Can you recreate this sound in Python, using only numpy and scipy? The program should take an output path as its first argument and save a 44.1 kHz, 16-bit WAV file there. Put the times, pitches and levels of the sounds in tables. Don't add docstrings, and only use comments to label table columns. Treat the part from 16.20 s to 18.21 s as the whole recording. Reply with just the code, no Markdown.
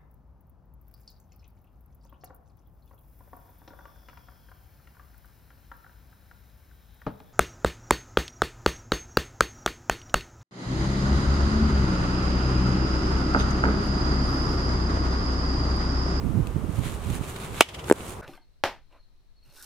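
import sys
import numpy as np
from scipy import signal
from scipy.fft import rfft, irfft
from scipy.io import wavfile

SR = 44100
rng = np.random.default_rng(int(sys.argv[2]) if len(sys.argv) > 2 else 0)


def materialize(psi):
    bounded = np.clip(np.atleast_2d(psi).T, -1, 1)
    quanta = np.round(bounded * 32767).astype(np.int16)
    wavfile.write(sys.argv[1], SR, quanta)


N = 88729
TIME = np.arange(N) / SR

# freq_hz, density_db
PARK_COLOUR = [(20, -22), (60, 3.5), (130, 1), (240, -9.5), (380, -2.5), (700, -10), (1200, -10),
               (1700, -20), (2400, -23), (4800, -32), (9500, -30.5), (15000, -39.5)]
# freq_hz, left_right_likeness
STEREO_LIKENESS = [(60, 0.98), (300, 1), (640, 0.47), (1400, 0.22), (3000, 0.33), (7000, 0.2), (15000, .15)]
PARK_DB = -39

# time_s, level_db
WIND_CONTOUR = [(0, -33.5), (.2, -27), (.32, -32.5), (.55, -33), (.68, -31.5), (.8, -39), (.85, -34.5),
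                (.89, -26), (.98, -32.5), (1.07, -43), (1.2, -63), (1.33, -36), (1.43, -61), (1.8, -56),
                (1.95, -49)]
# freq_hz, density_db
RUMBLE_COLOUR = [(20, -17), (50, 1), (120, 1), (190, -6), (300, -13.5), (500, -29.5), (1000, -41),
                 (3000, -57)]
# centre_s, half_width_s, level_db
GUSTS = [(0.058, 0.015, -21.5), (0.101, 0.0064, -22.5), (0.146, 0.011, -23.5), (0.184, 0.018, -22),
         (0.366, 0.0047, -20), (0.396, 0.0038, -24.5), (0.444, 0.0073, -24.5), (.495, 0.0045, -25.5),
         (.595, 0.0083, -25), (0.66, 0.011, -30), (1.011, 0.0054, -28.5)]
# freq_hz, density_db
GUST_COLOUR = [(20, -6), (60, 2.5), (130, 2.5), (220, -2.5), (330, -8.5), (500, -24.5), (1000, -45),
               (3000, -58)]
WIND_DB, WIND_PAN_DB, WIND_LUMP_DB, WIND_LIKENESS = -4, -16.5, 2.5, 0.76

# peak_s, rustle_db, hiss_db
FOOT_SNAPS = [(0.271, -33, -40), (.635, -35, -58), (0.901, -41, -40), (1.161, -34.5, -60),
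              (1.806, -34, -60)]
# centre_s, half_width_s, rustle_db, hiss_db
SWISH_MOVES = [(.58, 0.053, -46.5, -50.5), (0.669, 0.028, -36, -43.5), (.735, .035, -43.5, -48),
               (0.887, 0.065, -43, -50), (0.953, 0.028, -41, -44), (1.04, 0.025, -42.5, -48.5),
               (1.096, 0.021, -40, -43.5), (1.16, 0.037, -43, -50), (1.24, 0.038, -39, -46.5),
               (1.31, 0.022, -48, -54), (1.38, 0.036, -37.5, -45), (1.692, 0.022, -39.5, -43.5),
               (1.81, 0.063, -45.5, -50), (1.895, 0.038, -44, -44.5)]
# freq_hz, density_db
RUSTLE_COLOUR = [(200, 11.5), (500, -2.5), (1200, 2.5), (1800, -1.5), (2500, -0.5), (4000, -4), (6000, -20),
                 (12000, -78)]
# freq_hz, density_db
HISS_COLOUR = [(2000, -7), (5000, -7.5), (7000, 1.5), (9500, 1.5), (12000, -5), (16000, -9.5)]
SWISH_GRAIN_DB, SWISH_PAN_DB, SNAP_T60_S = 2, -2.5, 0.018

# peak_s, level_db
CAP_CONTACTS = [(1.4077, -6.5), (1.409, 1), (1.4123, -9), (1.4120, -23)]
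# pitch_hz, level_db, t60_s
BOTTLE_MODES = [(420, 6, 0.0089), (690, -2, 0.018), (918, -1.5, 0.026), (1140, -4.5, 0.033),
                (1360, -8, 0.026), (1990, -8, 0.025), (2256, -5.5, 0.055), (2360, -4.5, 0.025),
                (2826, -9, 0.054), (2955, -8, 0.054), (3090, -12, 0.051), (3390, -14, 0.066),
                (4970, -25, 0.031), (6320, -14, 0.036), (8100, -8, 0.026)]
# freq_hz, density_db
CRACK_COLOUR = [(150, -12), (400, 0.5), (1600, -5), (2400, 1), (3100, -0.5), (4000, -14.5), (8200, -9.5),
                (12000, -17.5), (16000, -13.5)]
BOTTLE_DB, CRACK_DB, CRACK_T60_S = 1.5, 5.5, 0.011
KICK_PAN_DB, KICK_LOW_CUT_HZ, KICK_LAG_S = -2.5, 322, -0.00002

# peak_s, level_db, rise_s, t60_s
REFLECTIONS = [(1.4210, -8, 0.005, 0.046), (1.444, -33, 0.0066, 0.32), (1.488, -31.5, .001, .06),
               (1.548, -32.5, 0.0046, 0.052), (1.594, -40.5, 0.0055, 0.099), (1.642, -38.5, 0.0012, 0.033)]
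# freq_hz, density_db
REFLECTION_COLOUR = [(200, -13), (500, -2.5), (1500, -6), (2300, -0.5), (3200, 1.5), (4100, -7.5),
                     (6500, -11), (10000, -16.5), (16000, -29)]

# start_s, thud_db, clack_db, tick_db
KNOCK_HITS = [(1.6842, -19, -24.5, -42), (1.6991, -5.5, -9.5, -20.5), (1.7123, 12.5, -3.5, -28),
              (1.7245, 1.5, -18, -14.5)]
# pitch_hz, level_db, t60_s
THUD_MODES = [(415, -3.5, 0.012)]
# pitch_hz, level_db, t60_s
CLACK_MODES = [(876, -7.3, 0.014), (1550, -2.3, 0.0074)]
# freq_hz, density_db
TICK_COLOUR = [(500, 0), (2700, 1), (4400, -7), (6500, -6), (9200, 6.5), (12000, -11), (16000, -22)]
TICK_T60_S, KNOCK_PAN_DB, KNOCK_LAG_S = 0.0066, 0.5, 0.0001
KNOCK_BAND_HZ = (236, 2100)

LIMIT_DB, LIMIT_ATTACK_S, LIMIT_RELEASE_DB_PER_S = -1.5, 0.0022, 88
STOPBAND_HZ = 17100


def from_db(db):
    return 10 ** (np.asarray(db) / 20)


def unit_rms(x):
    return x / np.sqrt(np.mean(x ** 2) + 1e-20)


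def pan(db):
    return from_db(np.array([[db], [-db]]) / 2)


def two_ports(x, lag_s):
    return np.array([x, np.interp(TIME - lag_s, TIME, x)])


def at_hz(points, hz):
    freqs, values = np.transpose(points)
    return np.interp(np.log(hz + 1), np.log(freqs), values)


def noise(colour, likeness=None):
    hz = np.arange(N // 2 + 1) * SR / N
    alike = at_hz(STEREO_LIKENESS, hz) if likeness is None else likeness
    mid, side = rfft(rng.standard_normal((2, N)))
    stereo = np.sqrt(1 + alike) * mid + np.sqrt(1 - alike) * side * np.array([[1], [-1]])
    return unit_rms(irfft(stereo * from_db(at_hz(colour, hz)), N))


def flutter(rate_hz):
    smooth = signal.butter(2, rate_hz, fs=SR, output="sos")
    return unit_rms(signal.sosfilt(smooth, rng.standard_normal(N)))


def swells(rows):
    power = 0
    for centre_s, half_width_s, db in rows:
        bell = np.exp(-np.minimum(((TIME - centre_s) / half_width_s) ** 2, 60))
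        power += bell * from_db(db) ** 2
    return np.sqrt(power)


def burst(peak_s, t60_s, rise_s):
    attack = np.exp(np.minimum(TIME - peak_s, 0) / rise_s)
    return attack * from_db(-60 * np.maximum(TIME - peak_s, 0) / t60_s)


def ring(start_s, modes):
    age = np.maximum(TIME - start_s, 0)
    return sum(from_db(db - 60 * np.minimum(age / t60, 10)) * np.sin(2 * np.pi * hz * age)
               for hz, db, t60 in modes)


def park():
    return from_db(PARK_DB) * noise(PARK_COLOUR)


def wind():
    contour = from_db(np.interp(TIME, *np.transpose(WIND_CONTOUR)))
    rumble = noise(RUMBLE_COLOUR, WIND_LIKENESS)
    lumps = from_db(WIND_LUMP_DB * flutter(rate_hz=48))
    gusts = swells(GUSTS) * noise(GUST_COLOUR, WIND_LIKENESS)
    return from_db(WIND_DB) * pan(WIND_PAN_DB) * (contour * unit_rms(rumble * lumps) + gusts)


def swishes():
    rustle = swells((s, width, db) for s, width, db, _ in SWISH_MOVES)
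    hiss = swells((s, width, db) for s, width, _, db in SWISH_MOVES)
    for peak_s, rustle_db, hiss_db in FOOT_SNAPS:
        snap = burst(peak_s, SNAP_T60_S, rise_s=0.00038)
        rustle += from_db(rustle_db) * snap
        hiss += from_db(hiss_db) * snap
    grain = from_db(SWISH_GRAIN_DB * flutter(rate_hz=230))
    return pan(SWISH_PAN_DB) * grain * (rustle * noise(RUSTLE_COLOUR) + hiss * noise(HISS_COLOUR))


def kick():
    hardest_s = CAP_CONTACTS[1][0]
    body = from_db(BOTTLE_DB) * ring(hardest_s, BOTTLE_MODES)
    crack_power = sum((from_db(CRACK_DB + db) * burst(s, CRACK_T60_S, rise_s=0.0001)) ** 2
                      for s, db in CAP_CONTACTS)
    crack = np.sqrt(crack_power) * noise(CRACK_COLOUR)[0]
    low_cut = signal.butter(3, KICK_LOW_CUT_HZ, "high", fs=SR, output="sos")
    return pan(KICK_PAN_DB) * signal.sosfilt(low_cut, two_ports(body + crack, KICK_LAG_S))


def echoes():
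    envelope = sum(from_db(db) * burst(s, t60, rise) for s, db, rise, t60 in REFLECTIONS)
    return envelope * noise(REFLECTION_COLOUR, likeness=0.21)


def knocks():
    body = tick_envelope = 0
    for start_s, thud_db, clack_db, tick_db in KNOCK_HITS:
        body += from_db(thud_db) * ring(start_s, THUD_MODES)
        body += from_db(clack_db) * ring(start_s, CLACK_MODES)
        tick_envelope += from_db(tick_db) * burst(start_s, TICK_T60_S, rise_s=0.00025)
    band = signal.butter(2, KNOCK_BAND_HZ, "band", fs=SR, output="sos")
    dull_body = two_ports(signal.sosfilt(band, body), KNOCK_LAG_S)
    ticks = tick_envelope * noise(TICK_COLOUR, likeness=0.3)
    return pan(KNOCK_PAN_DB) * (ticks - dull_body)


def scene():
    return park() + wind() + swishes() + kick() + echoes() + knocks()


def record(dry):
    peak_db = 20 * np.log10(np.abs(dry).max(axis=0) + 1e-9)
    over_db = np.maximum(peak_db - LIMIT_DB, 0)
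    recovery_db = LIMIT_RELEASE_DB_PER_S * TIME
    held_db = np.maximum.accumulate(over_db + recovery_db) - recovery_db
    pole = np.exp(-1 / (LIMIT_ATTACK_S * SR))
    duck_db = signal.lfilter([1 - pole], [1, -pole], held_db)
    clipped = np.clip(dry * from_db(-duck_db), -1, 1)
    high_cut = signal.cheby2(12, 76, STOPBAND_HZ, fs=SR, output="sos")
    return signal.sosfilt(high_cut, clipped)


dry = scene()
out = record(dry)
materialize(out)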